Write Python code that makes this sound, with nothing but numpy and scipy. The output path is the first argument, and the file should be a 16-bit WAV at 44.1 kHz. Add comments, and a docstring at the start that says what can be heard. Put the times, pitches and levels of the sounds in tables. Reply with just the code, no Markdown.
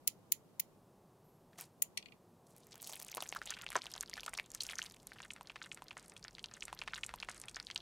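"""Close-miked tabletop in a quiet room, under a ventilation murmur with hiss, made of coloured noise.
Small steel scissors click (noisy contacts ring steel modes), then squeak open on two wavering sines.
They snip a plastic bag's tip (film bucklings and fine crackle) and click again; the tip drops and bounces.
Gloved hands then squeeze the bag: its thin film crackles in ringing snaps over a bed of filtered ticks,
with a low rumble of the hand, and near the end stretches of the crackle are heard once more."""
import sys
import numpy as np
from scipy import signal
from scipy.fft import rfft, irfft
from scipy.io import wavfile
from scipy.ndimage import uniform_filter1d

SR = 44100
rng = np.random.default_rng(int(sys.argv[2]) if len(sys.argv) > 2 else 0)


def log_audio(samples):
    """Write samples as a 16-bit WAV file to the path given in sys.argv[1]."""
    # one column per channel
    frames = np.atleast_2d(samples).T
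    # limit to full scale, then quantise
    limited = np.clip(frames, -1, 1)
    pcm = np.round(limited * 32767).astype(np.int16)
    wavfile.write(sys.argv[1], SR, pcm)


def level_to_linear(level):
    """Convert decibel levels to linear amplitude factors, elementwise."""
    exponent = np.asarray(level, float) / 20
    return 10 ** exponent


N = 344421  # samples
TIME = np.arange(N) / SR  # s


def unit(x):
    """Scale to rms 1."""
    return x / np.sqrt(np.mean(x ** 2))


def ring(f, hz, sharp):
    """Response of a damped resonance, gain 1 at its centre."""
    return 1 / (1 + 1j * sharp * (f / hz - hz / f))


def bins(size):
    """Spectrum frequencies in Hz, kept off zero."""
    return np.maximum(np.fft.rfftfreq(size, 1 / SR), 1)


def coloured(points):
    """Noise of rms 1 with a spectrum drawn through (Hz, dB) points."""
    hz, db = np.transpose(points)
    colour = level_to_linear(np.interp(np.log(bins(N)), np.log(hz), db))
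    return unit(irfft(rfft(rng.standard_normal(N)) * colour, N))


def add(out, s, sound):
    """Mix a short sound in at time s."""
    i = int(s * SR)
    n = min(len(sound), N - i)
    out[i:i + n] += sound[:n]


def tail(x, t60, db, lo_hz):
    """Short diffuse echo of the table top and nearby walls: decaying noise, convolved."""
    t = np.arange(int(t60 * SR)) / SR
    decay = np.exp(-np.log(1000) * t / t60)
    echo = rng.standard_normal(len(t)) * decay * np.minimum(t / 0.003, 1)
    echo = signal.sosfilt(signal.butter(2, lo_hz, "high", fs=SR, output="sos"), echo)
    echo = signal.sosfilt(signal.butter(1, 4000, fs=SR, output="sos"), echo)  # surfaces soak up the treble
    echo = echo / np.sqrt(np.sum(echo ** 2))
    return x + level_to_linear(db) * signal.fftconvolve(x, echo)[:len(x)]


# Spectrum of the murmur and hiss. Each row: frequency in Hz, relative level in dB.
ROOM_SPECTRUM = [(15, -40.5), (25, -10.5), (70, -17), (103, -3.5), (135, -2.5), (170, -0.5), (290, -8),
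                 (350, -5), (500, -8.5), (800, -11.5), (1100, -15.5), (1500, -25), (2100, -30),
                 (5000, -32.5), (12200, -33.5), (15500, -37), (16500, -65)]
# The murmur is wide around the blows. Each row: time in seconds, side against mid level in dB.
ROOM_WIDTH = [(0, -6), (.75, -8), (.9, -37.5), (1.72, -33), (1.8, -6), (2.15, -6), (2.25, -38),
              (2.65, -35.5), (2.8, -57)]


def room():
    """Ventilation murmur over microphone hiss: steady mid noise and side noise of changing level."""
    level_db = -65.5
    mid = coloured(ROOM_SPECTRUM)
    side = coloured([(40, -24.5), (150, 1.5), (800, -11), (2400, -22), (15000, -29.5), (17000, -40.5)])
    width = level_to_linear(np.interp(TIME, *np.transpose(ROOM_WIDTH)))
    return level_to_linear(level_db) * (mid + width * side * np.array([[1], [-1]]))


# Rumble of the hand. Each row: time in seconds, level in dB.
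HAND_RUMBLE = [(2.45, -95), (2.9, -83), (3.4, -70), (4.9, -72), (5.4, -74.5), (6.45, -72.5), (6.6, -68),
               (7.1, -66), (7.81, -69.5)]


def rumble():
    """The working hand shakes the table: low noise that follows a level curve."""
    shake = coloured([(15, -32), (30, -11.5), (42, -2.5), (70, -17.5), (120, -12.0), (300, -65)])
    return shake * level_to_linear(np.interp(TIME, *np.transpose(HAND_RUMBLE), left=-120))


def struck(events, modes, chatter_s, rattle_s, rattle_db, rise_db, crack_db, echo_db, echo_t60, dull):
    """A short rise of noise leads into a brief chatter and softer rattle; each channel has its own mode mix."""
    knock_db = -20.5  # the little bass that a blow does pass on
    right_lag_s = 0.0024  # sounds off to the side reach the right channel late
    right_shine_db = 13  # at 15 kHz: the right channel faces the blades and gets more of the top
    out, t, lead = np.zeros((2, N)), np.arange(1024) / SR, .004
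    hz, db, t60 = np.transpose(modes)[:, :, None]
    rattle = level_to_linear(rattle_db) * np.exp(-((t - lead - rattle_s) / 0.00089) ** 2)
    rise = level_to_linear(rise_db) * (t / lead) ** 2
    force = np.where(t < lead, rise, np.exp(-(t - lead) / chatter_s) + rattle)
    # small objects radiate little bass
    thin = signal.ellip(6, 1, 60, 1950, "high", fs=SR, output="sos")
    for s, level_db, right_db in events:
        softer_db = level_db - events[0][1]  # a gentler contact misses the high modes
        for ch in range(2):
            spread_db = 2 * rng.standard_normal(hz.shape) + ch * right_shine_db * (hz / 15000) ** 4
            mix = level_to_linear(db + spread_db + dull * softer_db * np.log2(hz / hz[0]))
            decay = np.exp(-np.log(1000) * t / t60)
            body = np.sum(mix * np.sin(2 * np.pi * hz * t) * decay, axis=0)
            body[0] = level_to_linear(crack_db + dull * softer_db)  # direct crack of the contact
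            push = force * rng.standard_normal(len(t))
            push[int(lead * SR)] = 2
            blow = np.convolve(push, body)
            blow = signal.sosfilt(thin, blow) + level_to_linear(knock_db) * blow
            peak = 2 * level_to_linear(level_db + (ch - 1.5) * right_db)
            add(out[ch], s - lead + ch * right_lag_s, peak * blow / np.abs(blow).max())
    return np.array([tail(x, echo_t60, echo_db, 1200) for x in out])


# The cut tip landing and bouncing.
# Each row: time in seconds, relative peak level in dB, right minus left in dB.
TIP_BOUNCES = [(1.9747, -23.5, 1), (2.0263, -47.5, 0), (2.0592, -53.5, -7.5), (2.0844, -53, 3),
               (2.1206, -46.5, 7)]
# Modes of the tip. Each row: frequency in Hz, relative level in dB, 60 dB decay in seconds.
TIP_MODES = [(2490, -25, 0.023), (2860, -15.5, 0.012), (3350, -6.5, 0.0039), (4360, -7, 0.006),
             (6400, 2.5, 0.001), (8900, -6.5, 0.0017), (10600, -13, .002)]


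def tip():
    """The light plastic tip hits the table; its short modes dull as the bounces get softer."""
    return struck(TIP_BOUNCES, TIP_MODES, chatter_s=0.00038, rattle_s=0.0016, rattle_db=-38, rise_db=-18.0,
                  crack_db=0, echo_db=-13.5, echo_t60=0.086, dull=0.51)


# Pivot squeak, lower and upper pitch. Each row: time in seconds, pitch in Hz, rms level in dB.
LOW_SQUEAK = [(1.25, 11226, -93), (1.3, 11763, -77.5), (1.314, 11480, -92), (1.362, 11321, -83),
              (1.38, 11533, -107), (1.4, 10990, -96)]
HIGH_SQUEAK = [(1.24, 13140, -89), (1.248, 13337, -77.5), (1.278, 13722, -92), (1.342, 12770, -90),
               (1.422, 12159, -91), (1.43, 11990, -95)]


def squeak():
    """The pivot sticks and slips at two thin wavering pitches as the blades open: gliding sines."""
    out = 0
    for table in LOW_SQUEAK, HIGH_SQUEAK:
        s, hz, db = np.transpose(table)
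        gain = np.interp(TIME, s, level_to_linear(db), left=0, right=0)
        phase = 2 * np.pi * np.cumsum(np.interp(TIME, s, hz)) / SR
        out = out + np.sqrt(2) * gain * np.sin(phase)
    return out


# Blades meeting. Each row: time in seconds, relative peak level in dB, right minus left in dB.
BLADES_MEET = [(.075, -12, 0.5), (.32, -9.5, 5.5), (.5972, -14.5, 5), (1.8217, -12, 3.5)]
# Modes of the steel. Each row: frequency in Hz, relative level in dB, 60 dB decay in seconds.
STEEL_MODES = [(2060, -3, 0.0021), (3180, -16, 0.011), (4600, -20, 0.013), (5600, -49, 0.0047),
               (7150, 0.5, 0.011), (8500, -11.5, 0.014), (10700, 2.5, 0.0032), (11530, 3, 0.0042),
               (13280, -0.5, 0.0055), (14680, 0, 0.0052), (14400, -1, 0.0076)]


def scissors():
    """Steel blades meet: a very short noisy contact rings bright, fast-dying modes."""
    return struck(BLADES_MEET, STEEL_MODES, chatter_s=0.00026, rattle_s=0.0048, rattle_db=-17.5, rise_db=-20,
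                  crack_db=-31, echo_db=-17, echo_t60=.12, dull=0)


# Tone of the crackle over time: the top end falls after about three seconds.
# Each row: time in seconds, bass resonance in Hz, treble resonance in Hz, lowest top limit in Hz.
CRACKLE_TONE = [(1.5, 830, 11900, 17000), (2.8, 790, 11400, 16600), (3.9, 864, 9500, 13300),
                (4.9, 1288, 9500, 14400), (5.3, 1317, 8600, 11000)]


def creases(events, sharp=2.01, snap_s=0.0002, shiver_db=-21, shiver_s=0.0044, swell_db=-22, side_db=-4):
    """A short swell of noise, then a panel of film snaps through and shivers at its pitch, with bass and fizz."""
    out, size, lead = np.zeros(N), 2048, 128  # lead: samples of swell before the snap
    s, peak_db, hz, bass_db, treble_db = np.transpose(events)[:, :, None]
    t, f = (np.arange(size) - lead) / SR, bins(size)
    shiver = level_to_linear(shiver_db + 2.5 * rng.standard_normal(s.shape))
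    shiver = shiver * np.exp(-np.abs(t) / shiver_s * np.sqrt(hz / 3000))  # high panels settle sooner
    swell = level_to_linear(swell_db) * np.exp(-np.abs(t) / 0.00078)
    force = np.where(t < 0, swell, 1.01 * np.exp(-np.abs(t) / snap_s) + shiver)
    grain = rng.standard_normal((len(s), size)) * rng.exponential(size=(len(s), size))
    push = grain * force
    push[:, lead] = 1
    when, *tone = np.transpose(CRACKLE_TONE)
    bass_hz, treble_hz, top_hz = (np.interp(s, when, c) for c in tone)
    push = rfft(push) / (1 + (f / np.maximum(top_hz, 1.2 * hz)) ** 12)
    parts = [(ring(f, hz, sharp), -side_db),
             (ring(f, bass_hz, 0.79), bass_db),
             (ring(f, treble_hz, 0.79), treble_db),
             (ring(f, 2160, 1.0), (bass_db + treble_db) / 2 + side_db)]
    snaps = 0
    for response, db in parts:
        part = irfft(push * response ** 2, size)
        snaps = snaps + level_to_linear(db) * part / np.abs(part).max(axis=1, keepdims=True)
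    snaps = snaps * level_to_linear(peak_db) / np.abs(snaps).max(axis=1, keepdims=True)
    for at, snap in zip(s[:, 0], snaps):
        add(out, at - lead / SR, snap)
    return out


# Pressure on the bag. Each row: time in seconds, relative fine crackle level in dB, dullness in dB.
HAND_PRESSURE = [(2.449, -88.5, -2.5), (2.56, -74, -1.5), (2.75, -67.5, 3.5), (2.88, -59.5, 0),
                 (3.139, -61, 2.5), (3.37, -62, 1), (3.461, -59.5, 3.5), (3.8, -64, 5.5), (4.24, -66, 1.5),
                 (4.449, -72, 2.5), (4.569, -61, 4), (4.72, -57, 0.5), (4.869, -58.5, 3), (5.001, -73, 1),
                 (5.151, -63, 1.5), (5.29, -72, 2.5), (5.901, -74.5, 9.5), (6.05, -68, 2), (6.24, -68, 3.5),
                 (6.748, -81.5, 0)]


def small_creases(count=170, db_per_doubling=7.0, over_db=19, scatter_db=1.5, lo_hz=1800, hi_hz=11000,
                  bass_db=-12, treble_db=-3, treble_db_per_dullness=-4.0, colour_db=6):
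    """Lesser bucklings at random moments, thicker and stronger the harder the fingers press."""
    s, db, dull_db = np.transpose(HAND_PRESSURE)
    even, bell = rng.random((count, 2)).T, rng.standard_normal((count, 3)).T
    odds = np.cumsum(2 ** (np.interp(TIME, s, db, left=-200, right=-200) / db_per_doubling))
    at = np.interp(even[0], odds / odds[-1], TIME)
    peak = np.interp(at, s, db) + over_db + scatter_db * bell[0]
    hz = lo_hz * (hi_hz / lo_hz) ** even[1]
    bass = bass_db + colour_db * bell[1]
    treble = treble_db + treble_db_per_dullness * np.interp(at, s, dull_db) + colour_db * bell[2]
    return np.transpose([at, peak, hz, bass, treble])


# Panels of film, big to small.
# Each row: resonance in Hz, relative level in dB, level change in dB per dB of dullness.
FILM_PANELS = [(757, -5, -5.5), (1553, -10.5, 2), (2670, -8.5, -1.15), (4200, -9, 0.2), (6500, -4.5, -1.78),
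               (9500, -5, -5.5)]


def handling(table, snaps, rate=3500, scatter_db=5.0, near_s=0.0066, near_db=-16, fits_db=7.0):
    """Countless tiny creases (rate per second and panel size), thickest just after the big snaps."""
    s, db, dull_db = np.transpose(table)
    fade = np.clip(np.minimum(TIME - s[0], s[-1] + .02 - TIME) / .02, 0, 1)
    memory = np.exp(-TIME[:2048] / near_s) / near_s / SR
    near = np.sqrt(np.abs(signal.fftconvolve(snaps ** 2, memory)[:N]))
    dull_db, f, out = np.interp(TIME, s, dull_db), bins(N), 0
    for hz, panel_db, slope in FILM_PANELS:
        size = level_to_linear(scatter_db * np.minimum(rng.exponential(size=N), 3))  # larger ones are the big snaps
        ticks = (rng.random(N) < rate / SR) * rng.standard_normal(N) * size
        # each panel works in fits
        steps = np.repeat(rng.standard_normal(N // 600 + 1), 600)[:N]
        busy = unit(uniform_filter1d(steps, size=600))
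        response = ring(f, hz, 1.1) ** 2 / (1 + (f / 13500) ** 8)
        crackle = unit(irfft(rfft(ticks) * response, N))
        out = out + level_to_linear(panel_db + slope * dull_db + fits_db * busy) * crackle
    level = level_to_linear(np.interp(TIME, s, db)) + level_to_linear(near_db) * near
    return fade * out * level / 2


# Stretches of the crackle heard once more, in turn. Each row: start in seconds, end in seconds,
# delay in seconds, gain in dB, cross-fade in seconds.
REPEATS = [(5.217, 5.553, .4109, 0, .004), (5.282, 6.6, 1.3182, 6, .2)]


def returning(x):
    """Each returning stretch fades in over what was sounding."""
    for start, end, later, db, fade in REPEATS:
        inside = np.minimum(TIME - later - start, end + later - TIME)
        share = np.clip(.5 + inside / fade, 0, 1)
        x = (1 - share) * x + share * level_to_linear(db) * np.roll(x, round(later * SR))
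    return x


# The loud bucklings of the film, first under the blades, then the fingers.
# Each row: time in seconds, peak in dB, ring in Hz, relative bass in dB, relative treble in dB.
LOUD_CREASES = [(1.5316, -55, 1790, 2, -4), (1.5582, -60, 2000, -2, -13), (1.5804, -51.5, 6570, -11, -3),
                (1.5885, -37.5, 5640, 3, 6), (1.5945, -43, 1760, -1, -1), (1.5993, -40, 6350, -15, -3),
                (1.6034, -36.5, 7160, -4.5, 0), (1.6106, -28.5, 13050, -15, 8), (1.6207, -37, 8290, -25, 5),
                (1.6286, -43, 9630, -11, 3), (1.6399, -50, 4720, -10, -8), (1.6551, -50, 10420, -10, -1),
                (2.5645, -43.5, 8300, -10, 6), (2.5812, -46, 10250, -14, 4), (2.6692, -42.5, 7500, -3, 13),
                (2.7208, -43, 4220, -15, -23), (2.743, -44, 5720, 1, 8), (2.7561, -37, 7700, -5, 8),
                (2.7788, -46, 3320, 0, 13.5), (2.8121, -43, 13080, -18, -2), (2.8195, -32, 14150, -29, 22),
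                (2.8276, -31.5, 9280, -6, 5), (2.8432, -38, 7190, -22, 13), (2.8736, -30.5, 6500, -17, 22),
                (2.8956, -31, 9000, -2, 0), (2.8993, -33.5, 5970, -9, 3), (2.9256, -35, 7644, -8, 2),
                (2.9333, -33.5, 3070, -4, 8), (2.9567, -32, 10300, -17, -1), (2.9745, -39, 9750, -9, -4),
                (2.9944, -41, 7040, -9, 4), (2.9996, -31, 6500, -12, 9), (3.0158, -36, 7340, 0, 10),
                (3.0239, -33, 5600, -7, 8), (3.0286, -33.5, 9640, -13, 3), (3.0479, -35, 8160, -20, 3),
                (3.0834, -33.5, 7000, -18, -14), (3.1163, -33, 5480, -13, 2), (3.142, -34, 3670, -9, -18.5),
                (3.1491, -28, 9280, -6.5, 3), (3.1577, -35, 10040, -4, -3), (3.1709, -27, 6060, 2, 11),
                (3.1792, -29.5, 966, 10, -14), (3.2053, -29, 3900, -5.5, -25),
                (3.2142, -37.5, 7100, -15, -7.5), (3.224, -27, 3010, 3, 9), (3.2364, -36.5, 6140, -7, 1),
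                (3.2631, -43, 2744, -23, 3), (3.2904, -28, 6560, -33, -21), (3.3256, -27, 2206, -1, -24),
                (3.3496, -34.5, 1640, 2, 12), (3.362, -31, 1403, -23, -24.5), (3.4168, -30, 1510, -5, -6),
                (3.461, -33, 7500, -29, -1), (3.4737, -31, 3260, -30.5, -33),
                (3.4959, -33.5, 3466, -15, -21), (3.5053, -24, 6560, -18, -14),
                (3.5159, -37, 3280, -21, -10), (3.5385, -35.5, 3286, -25, -17),
                (3.6139, -36, 3520, -20, -20), (3.62, -35, 6150, -19, 4.5), (3.6649, -28, 2760, -11, -33),
                (3.6893, -34, 3430, -11, -20), (3.7037, -31, 8440, -3, -4), (3.7192, -32, 1970, -9.5, 1),
                (3.7288, -38, 8230, -23, -2), (3.7481, -40, 3230, -8, 5), (3.7552, -20, 1130, 5, -16),
                (3.7562, -41.5, 410, -17, -30.5), (3.7647, -20.5, 6240, -0.5, -30),
                (3.7903, -39, 1190, 13, -17), (3.8192, -30, 4200, -23, -19), (3.8411, -35.5, 8250, -1, -12),
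                (3.857, -36, 3560, -2, -27), (3.8671, -31, 2940, -8, -5), (3.9165, -34, 5440, -30.5, 13),
                (3.9386, -30.5, 5250, -18, -13), (3.9526, -38.5, 3070, 0, -14), (3.9631, -34, 6400, 1, -20),
                (3.9789, -33.5, 4000, -17, -4.5), (4.009, -19.5, 6800, -31, -10),
                (4.0281, -31.5, 11300, -19, -5), (4.0604, -43, 4200, -17, -13),
                (4.0969, -29, 7440, -10, -22), (4.1331, -34.5, 2150, -24, -17),
                (4.1384, -28, 4810, -18, -5), (4.1688, -36, 3850, 9, -27), (4.1774, -33.5, 1590, -1, -2),
                (4.1967, -35, 3080, -9, -25), (4.2066, -34.5, 5740, -26.5, -4),
                (4.2329, -34.5, 2670, -1.5, -1), (4.263, -27, 6400, -6, 0), (4.2796, -32, 1280, 5, -32),
                (4.2937, -36, 8400, -25, 1), (4.3346, -33.5, 1920, 1, -4), (4.339, -28, 8600, -3.5, -17),
                (4.3507, -34.5, 3780, -6, -17), (4.3765, -28.5, 4680, -3.5, -22),
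                (4.3869, -29.5, 2220, -4, -12), (4.3977, -22.5, 2130, -4, -3), (4.4608, -43, 8440, -16, -6),
                (4.5038, -38, 7560, -15, -12), (4.5171, -33, 7110, -27, -7), (4.5484, -26.5, 6650, -38, 3),
                (4.6063, -25, 4500, -25, -32), (4.6344, -28, 5410, -26, 11.5),
                (4.6666, -29.5, 6140, -31, -1), (4.6898, -30, 2750, -17, -20),
                (4.7333, -34, 1836, -16, -19.5), (4.7555, -32.5, 6360, -25.5, -10),
                (4.7859, -25, 5460, -24, -8), (4.7912, -27.5, 1590, -20, -22),
                (4.8179, -28.5, 3240, -20, -19), (4.8273, -32.5, 6640, -20, -2),
                (4.8386, -34, 6900, -4, -13.5), (4.862, -36.5, 4320, -14, -23),
                (4.9217, -42, 8000, -26, -9), (4.9446, -43, 8400, -1, -10), (5.0704, -31, 8300, -9, 21),
                (5.1189, -37.5, 1640, -6, -22), (5.1855, -43, 2600, -2, -5), (5.2032, -35.5, 1765, 4, -19),
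                (5.2198, -39, 7100, -20, -8), (5.2295, -40.5, 3050, -4, -20.5), (5.2347, -42, 3160, -5, 0),
                (5.2492, -44.5, 8360, -23, 1), (5.3048, -32.5, 2820, -16, -22),
                (5.3073, -32, 2430, -7, -32), (5.3128, -42, 6950, -16, -20), (5.3198, -42, 8100, -2, -8),
                (5.335, -36.5, 8000, -22, 6.5), (5.363, -37.5, 2120, 15, 11), (5.4102, -38.5, 990, 1, 3),
                (5.4305, -46, 12400, -19.5, 9), (5.457, -54.5, 3440, -21, -14),
                (5.4722, -38, 4540, -25, -10), (5.4977, -37, 2660, -20, -28.5),
                (5.5018, -35, 2550, 3.5, -33), (5.5184, -47, 3000, -20, 5), (5.5585, -34.5, 1890, 3, -31),
                (5.5632, -39.5, 2860, 4, -27), (5.6168, -33.5, 1600, -1, -20.5),
                (5.6254, -37.5, 4070, -9, -19.5), (5.9695, -34.5, 1640, 9, -32),
                (5.9781, -40.5, 7200, -19, 14), (5.9864, -45.5, 1770, 21, -26),
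                (5.9966, -39.5, 5200, -18, 7), (6.0273, -48.5, 7730, -24, -3),
                (6.0597, -46.5, 8900, -23.5, -4), (6.0816, -43.5, 9800, -16, -4),
                (6.0975, -35, 8900, -32, 10), (6.1203, -48, 1830, 5.5, -23), (6.1656, -38, 3110, -14, -1),
                (6.1769, -44, 5780, -24, 18.5), (6.1949, -48.5, 2300, -28, 20),
                (6.2276, -42, 4280, -20, -14), (6.2415, -35.5, 5450, -26, -19),
                (6.2489, -36.5, 1620, 14, -13), (6.2817, -33, 4460, -4, -4.5),
                (6.3508, -36, 4070, -31, -22.5), (6.3835, -35, 1830, 3, -41), (6.3937, -35, 3500, -32, -29),
                (6.4287, -47, 8170, -23, -2), (6.4419, -26.5, 3270, -11.5, -31),
                (6.459, -34.5, 4900, -23, -28), (6.4858, -49, 3450, -24, -10), (6.5131, -42, 3930, 5, -28),
                (6.5386, -34, 5970, -13, -30), (6.6072, -32.5, 5000, -28.5, -18)]
# Blades cutting the film. 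Each row: time in seconds, relative fine crackle level in dB, dullness in dB.
CUT_PRESSURE = [(1.5, -82, 0), (1.572, -77, 0), (1.582, -49.5, 0), (1.63, -56.5, 0), (1.66, -67, 0),
                (1.7, -79, 0.0061)]


def bag():
    """Thin film buckles in loud and lesser snaps over fine crackle, with a short echo."""
    snaps = creases(LOUD_CREASES) + creases(small_creases())
    cut = handling(CUT_PRESSURE, snaps, rate=7000, scatter_db=5.0, fits_db=2.5)
    squeezed = handling(HAND_PRESSURE, snaps)
    return tail(returning(snaps + cut + squeezed), 0.13, -25.5, 710)


def scene():
    """Scissors and tip off to the side, bag in the middle."""
    return room() + rumble() + tip() + squeak() + scissors() + bag()


def roll_off(x):
    """The treble ends steeply here."""
    return signal.sosfilt(signal.butter(12, 17660, fs=SR, output="sos"), x)


def record(dry):
    """The top is cut steeply above 16.5 kHz."""
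    top = signal.ellip(8, .3, 70, 16500, fs=SR, output="sos")
    mix = signal.sosfilt(top, dry)
    return roll_off(mix)


dry = scene()
out = record(dry)
log_audio(out)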